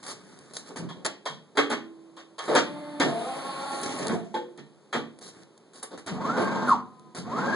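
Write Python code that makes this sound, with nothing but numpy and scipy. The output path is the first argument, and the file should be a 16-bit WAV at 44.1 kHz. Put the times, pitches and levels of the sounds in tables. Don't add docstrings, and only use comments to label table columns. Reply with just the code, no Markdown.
import sys
import numpy as np
from scipy import signal
from scipy.fft import rfft, irfft, next_fast_len
from scipy.io import wavfile
from scipy.ndimage import map_coordinates

SR = 44100
rng = np.random.default_rng(int(sys.argv[2]) if len(sys.argv) > 2 else 0)


def master(y):
    cut = np.clip(np.atleast_2d(y).T, -1, 1)
    pcm = np.round(cut * 32767)
    wavfile.write(sys.argv[1], SR, pcm.astype(np.int16))


N = 332955
CLUTCH_IN_S, CLUTCH_OUT_S = 3.0, 4.091

# start_s, length_s, level_db (all levels are relative)
BITES = [(3.756, 0.034, -34), (3.819, 0.017, -30), (3.98, 0.02, -35)]
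# frequency_hz, level_db
CUT_SPECTRUM = [(110, -20), (160, -16), (250, 3), (400, 6.5), (700, -14), (1100, -28), (1700, -4),
                (2600, -12), (4000, -20.5), (6500, -17), (10000, -25)]
def blade():
    rubbing = amp(-37.5) * held(CLUTCH_IN_S, CLUTCH_OUT_S, attack=1.0, t60=0.66)
    biting = sum(amp(db) * held(s, s + length, attack=0.014, t60=0.11) for s, length, db in BITES)
    fibres = unit(amp(4.4 * wobble(300) + 3.9 * wobble(35)))
    rub = rubbing * noise(CUT_SPECTRUM, bass_db=6.5, treble_db=5.5)
    bites = biting * noise(CUT_SPECTRUM, bass_db=4.5, treble_db=10)
    hiss = amp(-50 + 4.2 * wobble(8)) * noise(SWISH_SPECTRUM)
    return fibres * (rub + bites) + hiss * held(CLUTCH_IN_S, CLUTCH_OUT_S, attack=0.15, t60=0.43)


# time_s, tooth_rate_hz, whine_db
GEAR_RUN = [(3.06, 208, -35.5), (3.18, 226, -34.5), (3.28, 259, -32), (3.37, 268, -36.5),
            (3.68, 276, -36.5), (4.08, 271, -43), (4.3, 215, -47)]
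# tooth_rate_multiple, level_db
TOOTH_PARTIALS = [(1, -13), (2, -8), (3, 0), (4, -11), (5, -17)]
# tooth_rate_multiple, level_db
BEARING_PARTIALS = [(4, -1), (5, -4), (13, -9), (14, -10), (15, -7), (16, -4), (17, -10)]
# start_s, stop_s, level_db
GROANS = [(3.05, 3.217, -31), (4.094, 4.185, -39)]
# frequency_hz, level_db
RUSH_SPECTRUM = [(110, -25.5), (160, -3), (250, -7.5), (400, -12.5), (700, -1), (1100, -4.5), (1700, -11),
                 (4000, -14), (6500, -28.5), (10000, -17)]
def gears(case_hz=690):
    times, rates, levels = np.transpose(GEAR_RUN)
    t = np.arange(N) / SR
    tooth_hz, whine_db = np.interp(t, times, rates), np.interp(t, times, levels)
    wavering_hz = tooth_hz * (1 + 0.004 * wobble(14))
    whine = amp(whine_db + 2.3 * wobble(18)) * tones(wavering_hz, TOOTH_PARTIALS, flutter=0.82, rate=60)
    whine *= held(CLUTCH_IN_S, CLUTCH_OUT_S, attack=0.028, t60=0.4)
    singing = amp(-44.5) * tones(wavering_hz, BEARING_PARTIALS, flutter=0.55)
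    singing *= held(3.29, CLUTCH_OUT_S - 0.26, attack=0.2, t60=1)
    strain = sum(amp(db) * held(start, stop, attack=0.037, t60=0.55) for start, stop, db in GROANS)
    groan = strain * tones(np.full(N, case_hz), [(1, 0)], flutter=0.89, rate=70)
    meshing = 1 + 0.15 * np.sin(2 * np.pi * np.cumsum(tooth_hz) / SR)
    rush = amp(-35.5) * meshing * noise(RUSH_SPECTRUM)
    rush *= held(CLUTCH_IN_S, CLUTCH_OUT_S, attack=0.19, t60=0.46)
    return whine + singing + groan + rush


# pitch_hz, level_db, t60_s
BEAM_MODES = [(351, -31, 0.6), (488, -30, 0.52), (870, -24, 0.21)]
def knife_beam(stop_s=4.341):
    track = np.zeros(N)
    add(track, stop_s, ring(BEAM_MODES, attack=0.0027, drift=0.8))
    return track


# start_s, stop_s, level_db
PUMP_LOADS = [(2.568, 3.067, -37), (3.8, 4.103, -42.5)]
# harmonic_number, level_db
PUMP_PARTIALS = [(1, 0), (2, -1.5), (3, -8), (4, -13), (6, -18), (7, -20), (12, -22), (15, -25)]
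def pump(pitch_hz=295):
    load = sum(amp(db) * held(start, stop, attack=0.069, t60=0.58) for start, stop, db in PUMP_LOADS)
    song = tones(pitch_hz * (1 + 0.002 * wobble(8)), PUMP_PARTIALS, flutter=0.42)
    oil = amp(-6.5) * noise(RUSH_SPECTRUM, bass_db=11, treble_db=-1.5)
    return load * (song + oil)


# start_s, run_up_s, brake_s, full_speed_hz, screw_db
GAUGE_MOVES = [(6.094, .345, 6.669, 1583, -29.5), (7.205, .31, 7.8, 1636, -29)]
# centre_hz, width_hz, gain_db
MOUNT_RESONANCES = [(1363, 71, 14), (1640, 22, 13)]
# frequency_hz, level_db
SCREW_SPECTRUM = [(110, -9), (160, -5.5), (250, -3.5), (400, -3), (1100, -4), (1700, -13), (2600, -20),
                  (4000, -23), (6500, -29), (10000, -38.5)]
# shaft_rate_multiple, level_db
SHAFT_PARTIALS = [(1, -3), (1.699, 0.5), (2.8, 0), (4.449, 2.5), (7.5, -11)]
# pitch_hz, level_db, t60_s
CARRIAGE_MODES = [(153, -49, 2.2), (215, -46, 2.2), (350, -51, 2.4), (745, -47, 1.1), (1017, -39, 1.5),
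                  (1255, -53, 1.2)]
# centre_hz, width_hz, gain_db
GUARD_RESONANCES = [(155, 12, 0), (203, 14, 7), (238, 22, 10), (480, 92, -11), (1040, 80, 2.5)]
def back_gauge(start_s, run_up_s, brake_s, full_speed_hz, screw_db, braking_s=0.16, squeal_s=0.064):
    run_up = progress(start_s, run_up_s)
    speed = (1 - (1 - run_up) ** 2) * (1 - progress(brake_s, braking_s))
    motor_hz = full_speed_hz * speed
    running = amp(-43.5) * speed * np.abs(1 + resonances(MOUNT_RESONANCES, motor_hz))
    effort = amp(-34) * speed ** 1.5 * (1 - run_up ** 2)
    whine = (running + effort) * tones(motor_hz, [(1, 0)], flutter=0.8, rate=130)
    braking = held(brake_s, brake_s + squeal_s, attack=0.022, t60=0.059)
    squeal = amp(-18) * tones(motor_hz, [(0.99, 0)], flutter=0.74, rate=260)
    scrape = amp(-35.5) * noise(SCREW_SPECTRUM, treble_db=12)
    rattle = unit(noise(SCREW_SPECTRUM, bass_db=-1, treble_db=1) * amp(2 * wobble(70)))
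    shaft = amp(-8.5) * tones(motor_hz / 8, SHAFT_PARTIALS, flutter=0.64)
    screw = amp(screw_db) * speed ** 1.31 * (rattle + shaft)
    drive = whine + braking * (squeal + scrape) + screw
    guard = filtered(drive, lambda hz: resonances(GUARD_RESONANCES, hz))
    carriage = np.zeros(N)
    add(carriage, brake_s + squeal_s, ring(CARRIAGE_MODES, attack=0.0068, drift=0.7))
    return drive + guard + carriage * amp(2.6 * wobble(30))


# start_s, length_s, level_db, bass_db, treble_db, ring_db, hollow_hz, hollow_db, rap_hz, rap_db
KNOCKS = [(0.888, 0.024, -45, 1, -11, -9, 330, -6, 1025, 6.5),
          (1.0481, 0.0087, -23.5, 2, 5.5, -14.5, 326, -11.5, 680, -8),
          (1.255, 0.021, -30.5, -13, -0.5, -17, 448, -17, 994, 3),
          (1.571, 0.022, -17.5, -10.5, -6, -4.5, 408.6, -0.5, 1230, -3),
          (1.701, 0.035, -26, 2.5, 0.5, -3.5, 310, -4, 1080, -2.5),
          (2.166, 0.045, -49, -40, 6, 2, 340, -10, 1085, 4.5),
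          (2.382, 0.028, -37, -47, 0.5, -22, 450, -16, 1120, 4.5),
          (2.551, 0.038, -18.5, -2, 4.5, -2, 291, -3, 620, -6),
          (2.999, 0.028, -20, -3, 1.5, 2, 286, 0, 1740, -3),
          (4.087, 0.031, -33.5, 1, -13, -5, 216.5, 9, 520, -6),
          (4.341, 0.029, -33.5, 7, -9, -3, 529, 5.5, 834, 0),
          (4.576, 0.021, -43.5, 13.5, 3.5, -0.5, 397, -1, 580, -5.5),
          (4.9271, 0.033, -26.5, -11, -6, -5.5, 303, -7, 1184, -1),
          (6.07, 0.03, -37, -1, 5.5, -11, 400, -4, 1465, -2.5)]
# frequency_hz, level_db
KNOCK_SPECTRUM = [(110, -16.5), (160, -14.5), (250, 4), (400, 0.5), (700, 1.5), (1100, -2.5), (1700, -2),
                  (2600, -8.5), (4000, -15), (6500, -21), (10000, -29.5)]
def knocks():
    clatter = contacts(KNOCKS, KNOCK_SPECTRUM, attack=0.0018, t60=0.081, grain_db=1.5)
    return clatter + table_ring() + boom_and_rap()


# pitch_hz, level_db, t60_s
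TABLE_MODES = [(148.9, -21, 0.76), (209, -21, 0.68), (286.8, -3, 0.26), (329.6, -27, 2.6), (1046, -25, 1.1),
               (1814, -16, 0.34), (2006, -14.5, 0.21), (2520, -30, 0.25)]
def table_ring():
    track = np.zeros(N)
    for s, length, db, bass_db, _, ring_db, *_ in KNOCKS:
        modes = [(hz, level + bass_db * (hz < 250), t60) for hz, level, t60 in TABLE_MODES]
        add(track, s, amp(db + ring_db) * ring(modes, attack=length / 2))
    return track


# centre_hz, width_hz, gain_db
RAP_EDGE = [(3280, 213, -4.5), (3730, 460, -18.5)]
def boom_and_rap(boom_t60_s=0.23, rap_t60_s=0.2, rap_width_hz=110):
    track, t = np.zeros(N), np.arange(SR // 2) / SR
    for s, length, db, *_, hollow_hz, hollow_db, rap_hz, rap_db in KNOCKS:
        add(track, s, amp(db + hollow_db) * ring([(hollow_hz, 0, boom_t60_s)], attack=length / 2))
        peaks = [(rap_hz, rap_width_hz, 0)] + RAP_EDGE
        rap = unit(filtered(rng.standard_normal(len(t)), lambda hz: resonances(peaks, hz)))
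        add(track, s, rap * (1 - np.exp(-t / 0.0035)) * amp(db + rap_db - 60 * t / rap_t60_s))
    return track


# start_s, length_s,
# level_db, bass_db, treble_db
THUMPS = [(.69, 0.026, -43, 1, 0), (.79, 0.063, -35, 17, 4), (.935, 0.093, -47.5, 7, 3),
          (1.3, 0.04, -45, 21, 21), (1.551, 0.012, -39.5, -14, 5), (2.476, 0.086, -23.5, -11.5, 0.5),
          (3.03, 0.062, -26, 3.5, 6), (3.995, 0.095, -34, 1.5, 0), (4.095, 0.05, -27, 5.5, -1),
          (4.945, 0.029, -27.5, 5.5, 2), (5.905, 0.04, -41.5, -2.5, 7), (6.1, 0.053, -32.5, 12.5, 6),
          (6.365, 0.06, -26, -8.5, -0.5), (7.18, 0.017, -33.5, 16, 18.5)]
# frequency_hz, level_db
THUMP_SPECTRUM = [(110, -16.5), (160, 3.5), (250, 1), (400, 4.5), (700, -2), (1100, -8), (1700, -15),
                  (2600, -24), (4000, -23.5), (6500, -34.5)]
def thumps():
    return contacts(THUMPS, THUMP_SPECTRUM, attack=0.0035, t60=0.17, grain_db=1.5)


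# start_s, length_s, level_db, bass_db, treble_db
SLIDES = [(0, 0.74, -53, 12, -6.5), (.028, 0.026, -42, -2, -2), (.063, 0.054, -34.5, -7, -0.5),
          (.536, 0.061, -41.5, -13, 5), (.66, 0.029, -46, -3, -2), (.759, 0.03, -34.5, 2, -6.5),
          (2.42, 0.064, -39.5, -1, -9.5), (5.21, 0.08, -43, 6, 1), (5.33, 0.1, -52.5, 14.5, -7.5),
          (5.733, 0.064, -48.5, 6, 0.5), (5.826, 0.018, -37.5, -12, -6.5), (5.975, 0.015, -40.5, 11, -6.5),
          (6.062, 0.025, -38.5, 8, -2.5), (7.148, 0.038, -37.5, 5, -4.5)]
# frequency_hz, level_db
PAPER_SPECTRUM = [(110, -13), (250, -0.5), (400, 1.5), (700, -3), (1100, -3.5), (1700, -5.5), (2600, -11.5),
                  (4000, -4), (6500, -7.5), (10000, -6.5)]
def slides():
    return contacts(SLIDES, PAPER_SPECTRUM, attack=0.00061, t60=0.083, grain_db=2.5)


# start_s, level_db, t60_s
SNAPS = [(0.3895, -32, 0.012), (0.536, -30, 0.0098), (.568, -18.5, 0.031), (.69, -35, .015),
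         (1.053, -14, 0.026), (1.0627, -13.5, 0.033), (2.391, -23, 0.017), (3.8333, -20, 0.014),
         (3.862, -25, 0.013), (3.99, -27.5, 0.027), (4.07, -14.5, 0.0074), (4.0822, -14, .009),
         (5.1886, -36, 0.026), (5.4342, -36, 0.007), (5.577, -40.5, 0.02), (5.7588, -34.5, 0.014),
         (5.831, -25.5, 0.028), (6.996, -42, 0.011)]
def paper_snaps(crack_t60_s=0.03):
    track, t = np.zeros(N), np.arange(SR // 20) / SR
    cracks = [(s, db + treble_db - 3, crack_t60_s) for s, _, db, _, treble_db, *_ in KNOCKS]
    for s, db, t60 in SNAPS + cracks:
        burst = noise(PAPER_SPECTRUM, len(t), bass_db=-17.5, treble_db=5)
        add(track, s, amp(db - 60 * t / t60) * burst)
    return track


# start_s, length_s, level_db
SWISHES = [(1.698, 0.023, -30.5), (3.813, 0.037, -33.5), (3.974, .02, -35), (5.827, 0.0072, -32.5),
           (6.39, 0.063, -45), (6.67, 0.032, -42)]
# frequency_hz, level_db
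SWISH_SPECTRUM = [(2000, -50), (6500, -12), (9500, -1.5)]
def swishes():
    strokes = sum(amp(db) * held(s, s + length, attack=0.002, t60=0.041) for s, length, db in SWISHES)
    return strokes * unit(noise(SWISH_SPECTRUM) * amp(6 * wobble(250)))


def panel_echoes(x, t60=0.09):
    t = np.arange(SR // 5) / SR
    echoes = rng.standard_normal(len(t)) * amp(-60 * t / t60) * (t > 0.002)
    return np.array([[1], [-1]]) * signal.fftconvolve(x, echoes / np.linalg.norm(echoes))[:N]


# frequency_hz, t60_s
ROOM_DECAY = [(100, 0.56), (260, 0.6), (700, 0.28), (1840, 0.34), (4850, 0.31), (10000, 0.18)]
def room(x):
    hz, t, spectra = signal.stft(rng.standard_normal((2, SR)), SR, nperseg=256)
    tail = signal.istft(spectra * amp(-60 * t / along(ROOM_DECAY, hz)[:, None]), SR, nperseg=256)[1]
    tail = np.pad(tail, ((0, 0), (200, 0)))
    return signal.fftconvolve(x[None], tail / np.linalg.norm(tail[0]), axes=1)[:, :N]


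# frequency_hz, level_db
HUM_SPECTRUM = [(110, -14.5), (160, -2.5), (250, -4), (400, 0.5), (700, -9), (1100, -12), (1700, -19.5),
                (2600, -21.5), (4000, -21), (6500, -27)]
def shop_hum():
    return noise(HUM_SPECTRUM) + np.array([noise(HUM_SPECTRUM), noise(HUM_SPECTRUM)])


def contacts(rows, spectrum, attack, t60, grain_db):
    track, t = np.zeros(N), np.arange(SR) / SR
    for s, length, db, bass_db, treble_db, *_ in rows:
        shape = (1 - np.exp(-t / attack)) * amp(db - 60 * np.maximum(t - length, 0) / t60)
        add(track, s, shape * noise(spectrum, len(t), bass_db, treble_db))
    return track * unit(amp(grain_db * wobble(500)))


def ring(modes, attack, drift=0.16):
    t = np.arange(2 * SR) / SR
    knots = t[::SR // 100]
    partials = np.zeros(len(t))
    for hz, db, t60 in modes:
        decay = amp(db + rng.normal(0, 3.8) - 60 * t / t60)
        phase = rng.uniform(0, 2 * np.pi)
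        wander = np.interp(t, knots, np.cumsum(drift * rng.standard_normal(len(knots))))
        partials += decay * np.sin(2 * np.pi * hz * t + phase + wander)
    return partials * (1 - np.exp(-t / attack))


def tones(hz, partials, flutter, rate=45):
    turn = 2 * np.pi * np.cumsum(hz) / SR
    return unit(sum(amp(db + 3.7 * flutter * wobble(rate)) * np.sin(k * turn + flutter * wobble(rate))
                    for k, db in partials))


def noise(spectrum, size=N, bass_db=0, treble_db=0):
    shelves = [(60, bass_db - 25), (110, bass_db), (190, bass_db),
               (480, 0), (2200, 0), (4000, treble_db)]
    white = rng.standard_normal(size)
    return unit(filtered(white, lambda hz: amp(along(spectrum, hz) + along(shelves, hz))))


def resonances(rows, hz):
    return sum(amp(db) * 1j * hz * width / (centre ** 2 - hz ** 2 + 1j * hz * width)
               for centre, width, db in rows)


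def filtered(x, response):
    n = x.shape[-1]
    padded = next_fast_len(2 * n)
    return irfft(rfft(x, padded) * response(np.fft.rfftfreq(padded, 1 / SR)), padded)[..., :n]


def held(start, stop, attack, t60):
    return progress(start, attack) * amp(-60 * np.maximum(np.arange(N) / SR - stop, 0) / t60)


def progress(start, length):
    return np.clip((np.arange(N) / SR - start) / length, 0, 1)


def wobble(rate):
    return map_coordinates(rng.standard_normal(int(N * rate / SR) + 4), [np.arange(N) * rate / SR])


def along(points, hz):
    frequencies, values = np.transpose(points)
    return np.interp(np.log(hz + 1), np.log(frequencies + 1), values)


def add(track, s, sound):
    part = track[round(s * SR):][:len(sound)]
    part += sound[:len(part)]


def amp(db):
    return 10 ** (np.asarray(db) / 20)


def unit(x):
    return x / np.sqrt(np.mean(x ** 2) + 1e-20)


def scene():
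    table_work = knocks() + thumps() + slides()
    snaps = amp(-3) * paper_snaps()
    handling = amp(-0.5) * (table_work + swishes())
    cut = pump() + gears() + blade() + knife_beam()
    machine = amp(-2.5) * (cut + sum(back_gauge(*move) for move in GAUGE_MOVES))
    panels = amp(-1) * panel_echoes(handling + machine)
    into_room = amp(-4) * handling + amp(-5.5) * machine + amp(-14) * snaps
    return handling + machine + snaps + panels + amp(-59) * shop_hum() + room(into_room)


# frequency_hz, angle_rad
STEREO_SPREAD = [(60, 0.76), (200, 0.54), (500, 0.52), (1000, 0.24), (1375, 0.031)]
# frequency_hz, gain_db
HIGH_CUT = [(10350, 0), (11000, -17), (12200, -42), (12600, -120)]
def record(dry, comb_period_hz=2756, low_cut_hz=79):
    def angle(hz):
        comb = np.pi * (hz / comb_period_hz - 0.5)
        return np.where(hz < comb_period_hz / 2, along(STEREO_SPREAD, hz), comb)

    def response(hz):
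        bass_to_right = amp(along([(150, -1.9), (500, 0)], hz) * np.array([[1], [-1]]))
        low_cut = 1 / np.sqrt(1 + (low_cut_hz / (hz + 1)) ** 6)
        return bass_to_right * low_cut * amp(along(HIGH_CUT, hz))

    centre, across = (dry[0] + dry[1]) / 2, (dry[0] - dry[1]) / 2
    mid = filtered(centre, lambda hz: np.cos(angle(hz)))
    side = filtered(centre, lambda hz: 0.5j * np.sin(angle(hz)) * (hz > comb_period_hz / 2))
    side += filtered(across, lambda hz: np.sin(angle(hz)))
    return filtered(np.array([mid + side, mid - side]), response)


dry = scene()
out = record(dry)
master(out)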